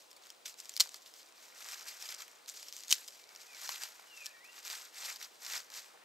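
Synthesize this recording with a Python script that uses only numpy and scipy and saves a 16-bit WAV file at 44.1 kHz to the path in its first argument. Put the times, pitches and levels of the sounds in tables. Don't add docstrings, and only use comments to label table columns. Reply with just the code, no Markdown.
import sys
import numpy as np
from scipy import signal
from scipy.fft import rfft, irfft, next_fast_len
from scipy.io import wavfile
from scipy.ndimage import uniform_filter1d, map_coordinates

SR = 44100
rng = np.random.default_rng(int(sys.argv[2]) if len(sys.argv) > 2 else 0)


def gain_from_decibels(decibels):
    exponent = np.asarray(decibels, float) / 20
    return 10 ** exponent


def dump_mix(stems):
    frames = np.atleast_2d(stems).T
    limited = np.clip(frames, -1, 1)
    pcm = np.round(limited * 32767).astype(np.int16)
    wavfile.write(sys.argv[1], SR, pcm)


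N = 266672

# f/Hz, level/dB
AIR_SPECTRUM = [(15, -64.5), (25, -35), (130, -24.5), (300, -11), (520, -5), (1030, -7), (1800, -14.5),
                (4000, -11.5), (6700, -16.5), (8200, -16.5), (10100, -22), (12500, -26.5), (15600, -23),
                (15900, -55), (16150, -89)]
# f/Hz, likeness/1
AIR_ALIKE = [(30, .95), (120, 0.25), (500, 0.39), (2000, 0.075), (4000, 0.7), (8000, 0.71), (15000, 0.89)]
# t/s, f/Hz, level/dB
BIRD_NOTES = [
    [(3.18, 2446, -74), (3.205, 2370, -69), (3.238, 2300, -68)],
    [(3.255, 2090, -73), (3.275, 2270, -70), (3.305, 2260, -67), (3.335, 2240, -79)],
    [(3.35, 2200, -70), (3.37, 2160, -74), (3.39, 2280, -75)],
    [(3.47, 2550, -72), (3.5, 2480, -63), (3.54, 2320, -59), (3.59, 1960, -67), (3.63, 2010, -71)],
    [(4.07, 3000, -72), (4.106, 2880, -62), (4.15, 2720, -59.5), (4.163, 2680, -71), (4.176, 2650, -55.5),
     (4.19, 2590, -62), (4.215, 2500, -56), (4.235, 2400, -56), (4.255, 2360, -57)],
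    [(4.2, 2720, -72), (4.24, 2680, -61)],
    [(4.265, 1740, -54), (4.295, 1754, -73)],
    [(4.33, 2350, -73), (4.39, 2330, -66)],
    [(4.33, 1830, -76), (4.35, 1870, -63), (4.395, 1900, -70), (4.425, 1920, -59), (4.455, 2550, -61.5),
     (4.495, 2765, -62), (4.53, 2790, -75), (4.57, 2750, -72), (4.6, 2770, -80)],
    [(4.44, 1915, -70), (4.475, 1915, -80), (4.5, 1930, -68), (4.53, 1910, -78), (4.555, 1910, -64),
     (4.58, 1900, -82)],
]
# delay/s, level/dB
TRUNK_ECHOES = [
    (0.044, -16),
    (0.089, -13),
]
# f/Hz, t60/s
TRUNK_T60 = [(300, 0.33), (2000, 0.19), (8000, 0.19)]
# f/Hz, level/dB
SOIL_SPECTRUM = [(200, -32), (400, -6), (650, 1), (900, -3), (1500, -28), (4000, -78)]
# f/Hz, level/dB
CRISP_SPECTRUM = [(710, -42), (1200, -10), (1430, -8.5), (2120, -6), (3150, -5), (4570, -1), (5570, -0.5),
                  (7830, -3), (9300, -11.5), (10300, -15), (11400, -8.5), (13000, -9.5), (15600, -18),
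                  (15900, -51), (16150, -89)]
# f/Hz, level/dB
DAMP_SPECTRUM = [(60, -68.5), (200, -37), (400, -16), (800, -2.5), (1500, 0.5), (2500, -2), (5000, -28),
                 (14000, -75.5)]
# f/Hz, likeness/1
LEAF_ALIKE = [(500, 0.72), (1000, 0.94), (2000, 0.96), (5000, 0.91), (8500, 1), (12000, 1)]
# t/s, contact/s, start level/dB, end level/dB
PICKS = [(0, .06, -59.5, -66), (0.22, 0.045, -63, -57), (0.25, 0.065, -56.5, -66), (0.457, 0.049, -43, -50),
         (0.575, 0.023, -55.5, -47.5), (0.62, 0.16, -57.5, -54), (0.8, 0.089, -36, -56.5),
         (0.87, .1, -59, -52.5), (0.98, 0.042, -73, -58), (1.06, 0.06, -53, -61), (1.13, 0.074, -62, -51),
         (1.23, 0.067, -65, -61), (2.48, 0.027, -45.5, -47), (2.54, .03, -48.5, -47.5),
         (2.57, 0.13, -49, -52), (2.73, 0.045, -54, -45.5), (2.775, 0.084, -50, -53),
         (2.875, 0.044, -55, -35), (2.92, 0.055, -31.5, -48), (2.97, 0.092, -46.5, -55),
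         (3.07, 0.15, -54, -56.5), (3.41, .025, -48.5, -55), (4.16, 0.099, -53, -58),
         (4.25, 0.015, -48, -46.5), (4.445, 0.013, -52.5, -57)]
# t/s, contact/s, start level/dB, end level/dB
RAKES = [(1.37, 0.088, -59.5, -56), (1.47, 0.12, -57, -61), (1.56, 0.063, -54.5, -47),
         (1.61, 0.13, -52.5, -42), (1.75, 0.079, -46.5, -51), (1.885, 0.1, -41.5, -55.5),
         (2.015, 0.078, -43.5, -50), (2.105, .06, -43, -54), (2.195, 0.024, -46, -45.5),
         (2.25, 0.21, -57, -69), (3.3, 0.17, -58.5, -57.5), (3.44, 0.22, -62.5, -41),
         (3.7, 0.076, -41.5, -44.5), (3.825, .11, -40.5, -57), (3.95, 0.16, -56, -62),
         (4.1, 0.074, -59.5, -56), (4.3, .1, -60.5, -64.5), (4.42, 0.17, -73, -48),
         (4.655, 0.032, -44.5, -44), (4.712, .13, -39.5, -51), (4.85, 0.049, -51.5, -57.5),
         (4.96, 0.14, -47, -40), (5.1, 0.075, -41, -55), (5.21, 0.034, -47, -45), (5.27, 0.086, -66, -58.5),
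         (5.425, 0.13, -47.5, -37.5), (5.56, 0.028, -36.5, -42.5), (5.62, 0.042, -59, -59),
         (5.715, 0.07, -52.5, -43.5), (5.81, 0.13, -51.5, -65)]
# t/s, level/dB
WEIGHT = [(0, -87), (0.25, -62.5), (0.6, -77), (0.78, -81), (1.05, -68), (1.5, -62), (2.35, -62),
          (2.5, -65), (2.8, -85), (3, -57), (3.1, -76), (3.3, -63), (4, -61), (4.5, -64), (5.4, -70),
          (5.68, -64), (6.05, -59.5)]
# t/s, peak level/dB, f/Hz
SPECKS_EARLY = [(0.0215, -46, 6100), (0.1022, -49, 3000), (0.1071, -45, 7200), (0.2228, -49, 4800),
                (0.237, -43, 3600), (0.254, -46, 3100), (0.2607, -44, 6900), (0.2912, -50, 4400),
                (0.3222, -49, 6600), (0.3398, -55, 4900), (0.3482, -51, 3400), (0.3815, -57, 6400),
                (0.478, -38, 5100), (0.6021, -31, 7650), (0.6128, -43, 7000), (0.6248, -49, 8000),
                (0.6474, -38, 7600), (0.719, -41, 4400), (0.8586, -45, 6600), (0.865, -43, 4700),
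                (0.892, -33, 7840), (0.9186, -49, 5000), (0.9368, -52, 4900), (1.0208, -46, 6070),
                (1.0257, -50, 4900), (1.038, -59, 4600), (1.0767, -44.5, 5170), (1.164, -48, 5900),
                (1.2306, -44, 6200), (1.2606, -47, 6160), (1.2735, -48, 3900), (1.288, -54, 5300),
                (1.324, -45, 5560), (1.3803, -49, 4600), (1.4188, -54, 6300), (1.4533, -44, 2200),
                (1.5594, -50, 5900), (1.606, -40, 7500), (1.645, -35, 7260), (1.8099, -35, 4030),
                (1.827, -40, 5860), (1.97, -40, 5500), (1.9772, -44, 6500), (2.1176, -42, 6140),
                (2.1239, -29, 7900), (2.1648, -42, 5300), (2.3146, -44, 7660), (2.354, -51, 6900),
                (2.4602, -40.5, 4200), (2.4971, -29, 7600), (2.5174, -50, 5900), (2.5492, -49, 4000),
                (2.576, -35, 7100), (2.7894, -37, 7240), (2.8061, -35, 7700), (2.8263, -46, 5100),
                (2.8476, -41, 6600), (2.8537, -51, 5500), (2.8641, -48, 4500), (2.8701, -46, 5200)]
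# t/s, peak level/dB, f/Hz
SPECKS_LATE = [(2.8764, -41, 4700), (2.9678, -41, 6300), (3.1065, -40, 5400), (3.1291, -46, 7800),
               (3.148, -47, 4600), (3.1569, -50, 8400), (3.2204, -57, 2800), (3.2345, -55, 5100),
               (3.2398, -40.5, 4000), (3.2739, -51, 6500), (3.291, -40, 5250), (3.3294, -47, 6800),
               (3.3737, -45, 6200), (3.4034, -42, 5300), (3.4166, -46, 5600), (3.4324, -44, 5300),
               (3.4598, -47, 5200), (3.5482, -43, 5300), (3.6322, -65, 5500), (3.6532, -48, 8400),
               (3.6708, -49, 5300), (3.7595, -30, 3430), (3.811, -35, 4670), (4.0118, -49, 4100),
               (4.175, -39, 2500), (4.1911, -47, 4700), (4.2361, -43, 4600), (4.2444, -40, 7100),
               (4.291, -49, 7500), (4.3113, -48, 2800), (4.4485, -48, 2200), (4.5245, -49, 3800),
               (4.5303, -43, 3800), (4.5424, -46, 3600), (4.564, -47, 4240), (4.5807, -46, 4470),
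               (4.6492, -49, 5500), (4.66, -40, 4500), (4.6789, -27.5, 5300), (4.761, -42, 5000),
               (4.821, -40, 5400), (4.8527, -41, 7300), (5.0104, -33, 7240), (5.0215, -38, 6100),
               (5.0542, -35, 4700), (5.1097, -35, 6640), (5.1694, -38, 4900), (5.3559, -48, 6400),
               (5.4647, -29, 5300), (5.478, -40, 5100), (5.5005, -32, 5900), (5.6673, -50, 5300),
               (5.6828, -52, 4500), (5.7198, -40, 3900), (5.7404, -37, 5400), (5.7483, -41, 5600),
               (5.7945, -36, 5550), (5.82, -44, 5900), (5.8364, -49, 3800)]
# t/s, peak level/dB, decay/ms, knock level/dB
TICKS = [(0.1125, -42.5, 3.1, -17), (0.13, -40, 0.65, -9), (0.164, -46.5, 5.6, -5.5),
         (0.2694, -37, 0.37, -10), (0.3024, -36.5, 2.1, -19.5), (0.4577, -32.5, 0.73, -10),
         (0.4614, -32.5, 2.5, -25), (0.5416, -39.5, 0.77, -4), (0.6007, -35, 0.69, -15),
         (0.656, -36, 1.3, -17), (0.6937, -29, 1.8, -36.5), (0.859, -38, .6, 3), (0.8729, -39, 1.2, -5),
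         (0.89, -41, 0.53, -22), (0.9431, -30, 1.6, -8.5), (1.1389, -37, .73, -14),
         (2.2803, -33, 0.36, -23), (2.483, -39, 1.8, -13), (2.4898, -32.5, 2.1, -22.5),
         (2.629, -35, 1.8, -14), (2.6834, -36, 4, -19.5), (2.726, -25, 0.3, -22.5),
         (2.7353, -40.5, 3.6, -25), (2.7656, -29.5, 0.7, -25), (2.78, -41, 1.3, -31.5),
         (2.836, -27, 0.17, -13), (3.0784, -34.5, 1.2, -23), (3.082, -34.5, 3.7, -13), (3.35, -39, 1.4, -8),
         (3.3607, -36, 1.4, -20.5)]
# t/s, peak level/dB, decay/ms, knock level/dB
CRUNCHES = [(1.687, -28, 0.42, -22), (1.72, -33, 1.6, -18), (1.883, -33, 2.3, -16),
            (2.0246, -29.5, 1.8, -18), (2.0542, -37, 5.4, -11), (2.089, -32.5, 4.3, -15.5),
            (2.114, -41, 2.5, -15), (2.141, -39, 1.3, -19), (2.143, -33.5, 0.84, -12),
            (2.1468, -27, .5, -22), (2.2052, -33, 0.94, -7), (3.6913, -22, 1, -1),
            (3.8356, -22.5, 0.75, -10.5), (3.996, -49, 1.35, 7), (4.259, -27, 1.1, -17.5),
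            (4.2648, -26.5, 1.1, -21.5), (4.6733, -32, 0.62, -8), (4.7005, -28, 1.5, -7),
            (5.0495, -36, 1.1, -1), (5.1015, -32.5, 1, -6), (5.1594, -35, 3.3, -12), (5.201, -42, 1.3, -18),
            (5.214, -33.5, 0.48, 2.5), (5.2265, -32.5, 2.2, -22), (5.034, -35, 1.3, -1.5),
            (5.07, -38, 1.5, -15), (5.449, -30, 0.91, -18), (5.5116, -35.5, 2, -3), (5.5238, -30, 1.2, -18),
            (5.5532, -32, 1.5, -1.5), (5.577, -28, 1.3, -15), (5.602, -34, 1.3, -6),
            (5.702, -36.5, 1.3, -12), (5.6195, -42, .8, -22), (5.632, -43, .8, -12), (5.646, -45, .8, -24),
            (5.464, -35.5, 1, -9)]
# t/s, peak level/dB, f/Hz, decay/ms
TWIG_ONE = [
    (0.738, -38, 5850, 2.5),
    (0.7657, -18, 4500, 0.59),
    (0.7746, -26.5, 5150, 1.8),
    (0.7991, -11, 4770, 0.67),
    (0.8012, -19, 5490, 3.5),
    (0.8044, -7.5, 4420, 1.23),
    (0.8082, -11.5, 4270, 2.7),
    (0.8103, -17, 4600, 1.3),
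    (0.8145, -23, 4750, 3.4),
    (0.823, -29.5, 5130, 2.7),
]
# t/s, peak level/dB, f/Hz, decay/ms
TWIG_TWO = [(2.8816, -31, 6800, 1.2), (2.8938, -27, 5230, 0.5), (2.896, -35, 4900, 0.88),
            (2.9, -27, 6500, 1.5), (2.9071, -18, 6200, 2), (2.9123, -18, 4300, 1.4),
            (2.9139, -13, 7050, 1.2), (2.9189, -19.5, 4340, 0.91), (2.9256, -2, 6460, 0.3),
            (2.9261, -6, 2700, .5), (2.9268, -6, 2400, 0.45), (2.9274, -13, 2700, .5),
            (2.9282, -28, 5160, 4.4), (2.9403, -28, 5260, 2.5)]
TWIG_KNOCKS_DB = [
    -21.5,
    -26,
]
# f/Hz, level/dB
CRACK_SPECTRUM = [(60, -80), (200, -46.5), (1070, -22), (1770, -22.5), (2210, -15.5), (2750, -17),
                  (3020, -10), (4620, -10), (7600, -8.5), (9900, -19), (12200, -17), (15500, -20),
                  (16100, -60)]
# f/Hz, level/dB
KNOCK_SPECTRUM = [(150, -32), (400, -12), (900, 1.5), (1600, -4.5), (2400, -1), (4000, -29.5),
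                  (9000, -78.5)]
# f/Hz, phase/rad
PORT_LEAD = [(60, 0.11), (170, 1.64), (400, 1.3), (900, 1.7), (2000, 0.98), (3500, 0.56), (7500, 0.05),
             (12000, .02)]
JOLT_DB = [
    [-21],
    [-11.5],
]


def unit(x):
    return x / np.sqrt(np.mean(x ** 2) + 1e-20)


def along(points, hz):
    f, v = np.transpose(points)
    return np.interp(np.log(hz + 1), np.log(f + 1), v)


def wobble(rate_hz):
    knots = rng.standard_normal(int(N * rate_hz / SR) + 4)
    return map_coordinates(knots, [np.arange(N) * rate_hz / SR])


def filtered(x, response):
    m = next_fast_len(N + 8192)
    return irfft(rfft(x, m) * response(np.fft.rfftfreq(m, 1 / SR)), m)[..., :N]


def causal(spectrum):
    def response(hz):
        cepstrum = irfft(np.log(gain_from_decibels(np.maximum(along(spectrum, hz), -90))))
        half = len(cepstrum) // 2
        cepstrum[1:half] *= 2
        cepstrum[half + 1:] = 0
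        return np.exp(rfft(cepstrum))
    return response


def spread(pair, spectrum, alike):
    colour = causal(spectrum)

    def mid_side(hz):
        angle_rad = np.arccos(np.clip(along(alike, hz), 0, 1)) / 2
        return colour(hz) * [np.cos(angle_rad), np.sin(angle_rad)]
    mid, side = filtered(pair, mid_side)
    return np.array([mid + side, mid - side])


def air():
    bed = unit(spread(rng.standard_normal((2, N)), AIR_SPECTRUM, AIR_ALIKE))
    return gain_from_decibels(-62.67 + 0.22 * wobble(2.3)) * bed


def bird():
    edge_s = 0.0089
    t, x = np.arange(N) / SR, np.zeros(N)
    waver_hz = 22 * wobble(60)
    for note in BIRD_NOTES:
        s, hz, db = np.transpose(note)
        edge = np.clip(1 + np.minimum(t - s[0], s[-1] - t) / edge_s, 0, 1)
        gain = gain_from_decibels(np.interp(t, s, db)) * edge
        phase = 2 * np.pi * np.cumsum(np.interp(t, s, hz) + waver_hz) / SR
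        x += np.sqrt(2) * gain * np.sin(phase)
    return x * gain_from_decibels(3 * wobble(70))


def trunks(x):
    hz, t, z = signal.stft(rng.standard_normal((2, SR // 2)), SR, nperseg=256)
    decay = gain_from_decibels(-60 * t / along(TRUNK_T60, hz)[:, None])
    tail = signal.istft(z * decay, SR, nperseg=256)[1]
    delayed = np.pad(x, (600, 0))[None]
    return signal.fftconvolve(delayed, tail / np.linalg.norm(tail[0]), axes=1)[:, :N]


def thud():
    middle_s, half_length_s = 5.952, 0.021
    swell = np.exp(-((np.arange(N) / SR - middle_s) / half_length_s) ** 2)
    return gain_from_decibels(-63) * swell * unit(spread(rng.standard_normal((2, N)), SOIL_SPECTRUM, LEAF_ALIKE))


def strokes(rows, rise_s, fall_s):
    t, level_db = np.arange(N) / SR, np.full(N, -120.)
    for s, hold_s, start_db, end_db in rows:
        times_s = [s - 6 * rise_s, s, s + hold_s, s + hold_s + 6 * fall_s]
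        stroke_db = np.interp(t, times_s, [start_db - 60, start_db, end_db, end_db - 60])
        level_db = np.maximum(level_db, stroke_db)
    return gain_from_decibels(2 * level_db)


def puffs(per_s, spread_db, decay_ms):
    when, size = rng.random((2, N))
    sparks = (when < per_s / SR) * gain_from_decibels(-2 * spread_db * np.log(1 - size * (1 - 1 / 40)))
    power = signal.lfilter([1], [1, -np.exp(-2000 / (decay_ms * SR))], sparks)
    return power / power.mean()


def crackle(per_s, size_db, decay_ms, bed_db):
    fine = puffs(per_s, size_db, decay_ms) + gain_from_decibels(2 * bed_db)
    clumps = puffs(60, 1.8, 7) + gain_from_decibels(2 * 5)
    z = signal.stft(np.sqrt(fine * clumps) * rng.standard_normal((2, N)), nperseg=128)[2]
    field = uniform_filter1d(rng.standard_normal(z.shape[1:]), size=7, axis=0)
    field = uniform_filter1d(field, size=4, axis=1)
    leaf_colour = gain_from_decibels(2 * unit(field))
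    return unit(signal.istft(z * leaf_colour, nperseg=128)[1][:, :N])


def litter():
    picks = strokes(PICKS, rise_s=0.0037, fall_s=0.025)
    rakes = strokes(RAKES, rise_s=0.025, fall_s=0.028)
    weight = gain_from_decibels(2 * np.interp(np.arange(N) / SR, *np.transpose(WEIGHT)))
    crisp_grains = crackle(450, size_db=2, decay_ms=0.4, bed_db=4)
    damp_grains = crackle(250, size_db=3, decay_ms=0.5, bed_db=6)
    crisp = unit(spread(crisp_grains, [(100, -98)] + CRISP_SPECTRUM, LEAF_ALIKE))
    damp = unit(spread(damp_grains, DAMP_SPECTRUM, LEAF_ALIKE))
    pick_damp_db, rake_damp_db = -39, -6
    pressed = gain_from_decibels(2 * pick_damp_db) * picks + gain_from_decibels(2 * rake_damp_db) * rakes + weight
    return gain_from_decibels(-3) * np.sqrt(picks + rakes) * crisp + gain_from_decibels(-4.5) * np.sqrt(pressed) * damp


def specks():
    decay_ms, gain_db, broad_share = 0.76, 2, 0.71
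    x, t = np.zeros((2, N + 512)), np.arange(512) / SR
    shape = gain_from_decibels(-8000 * t / decay_ms) * (1 - np.exp(-t / 0.00005))
    for s, db, hz in SPECKS_EARLY + SPECKS_LATE:
        noise = rng.standard_normal((2, 2, len(t)))
        tone = np.sin(2 * np.pi * hz * t)
        band = 2 * uniform_filter1d(noise[0], size=9) * tone
        burst = shape * (tone * [[0.6], [0.2]] + band + broad_share * noise[1])
        burst *= np.linalg.norm(shape) / np.linalg.norm(burst[0])
        x[:, round(s * SR):][:, :len(t)] += gain_from_decibels(db + gain_db) * burst
    return spread(x[:, :N], [(100, -98)] + CRISP_SPECTRUM, LEAF_ALIKE)


def fractures():
    rows = []
    for twig, knock_db in zip((TWIG_ONE, TWIG_TWO), TWIG_KNOCKS_DB):
        rows += [(*row, knock_db) for row in twig]
    for s, db, ms, knock_db in TICKS + CRUNCHES:
        ring_hz = 4135 * gain_from_decibels(-0.1294 * knock_db)
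        rows.append((s, db, ring_hz, ms, knock_db))
    return rows


def snaps():
    x, t = np.zeros((2, 2, N + 1536)), np.arange(1536) / SR
    for s, db, hz, ms, knock_db in fractures():
        noise, ms = rng.standard_normal((3, 2, len(t))), max(ms, 0.1)
        shape = gain_from_decibels(-8000 * t / ms) * (1 - np.exp(-t / (0.00008 * ms)))
        ring = 0.7 * np.sin(2 * np.pi * hz * t) * [[1], [0.3]]
        rattle = gain_from_decibels(-60 * t / 0.03) * noise[1] / 8
        tear = shape * (noise[0] + ring)
        crack = tear * np.linalg.norm(shape) / np.linalg.norm(tear[0]) + rattle
        knock = gain_from_decibels(knock_db - 5.5) * np.sqrt(shape) * noise[2]
        x[..., round(s * SR):][..., :len(t)] += gain_from_decibels(db + 9.5) * np.array([crack, knock])
    cracks, knocks = x[..., :N]
    return spread(cracks, CRACK_SPECTRUM, LEAF_ALIKE) + spread(knocks, KNOCK_SPECTRUM, LEAF_ALIKE)


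def scene():
    near, song = snaps() + specks(), bird()
    echoes = sum(gain_from_decibels(db) * np.roll(song, round(s * SR)) for s, db in TRUNK_ECHOES)
    scattered = trunks(gain_from_decibels(-28) * near[0] + gain_from_decibels(-7) * song)
    return air() + song + echoes + scattered + thud() + litter() + near


def roll_off(x):
    return signal.sosfilt(signal.butter(12, 16670, fs=SR, output="sos"), x)


def record(dry):
    jolt_s, jolt_hz = 2.926, 405
    lead = filtered(dry, lambda hz: np.exp(0.5j * along(PORT_LEAD, hz) * [[-1], [1]]))
    ports = gain_from_decibels([[0.3], [-0.3]]) * lead
    shove = 1. * (np.arange(N) == round(jolt_s * SR))
    push = filtered(shove, lambda hz: 1 / (1 + 1j * hz / jolt_hz))
    return roll_off(ports - gain_from_decibels(JOLT_DB) * push)


dry = scene()
out = record(dry)
dump_mix(out)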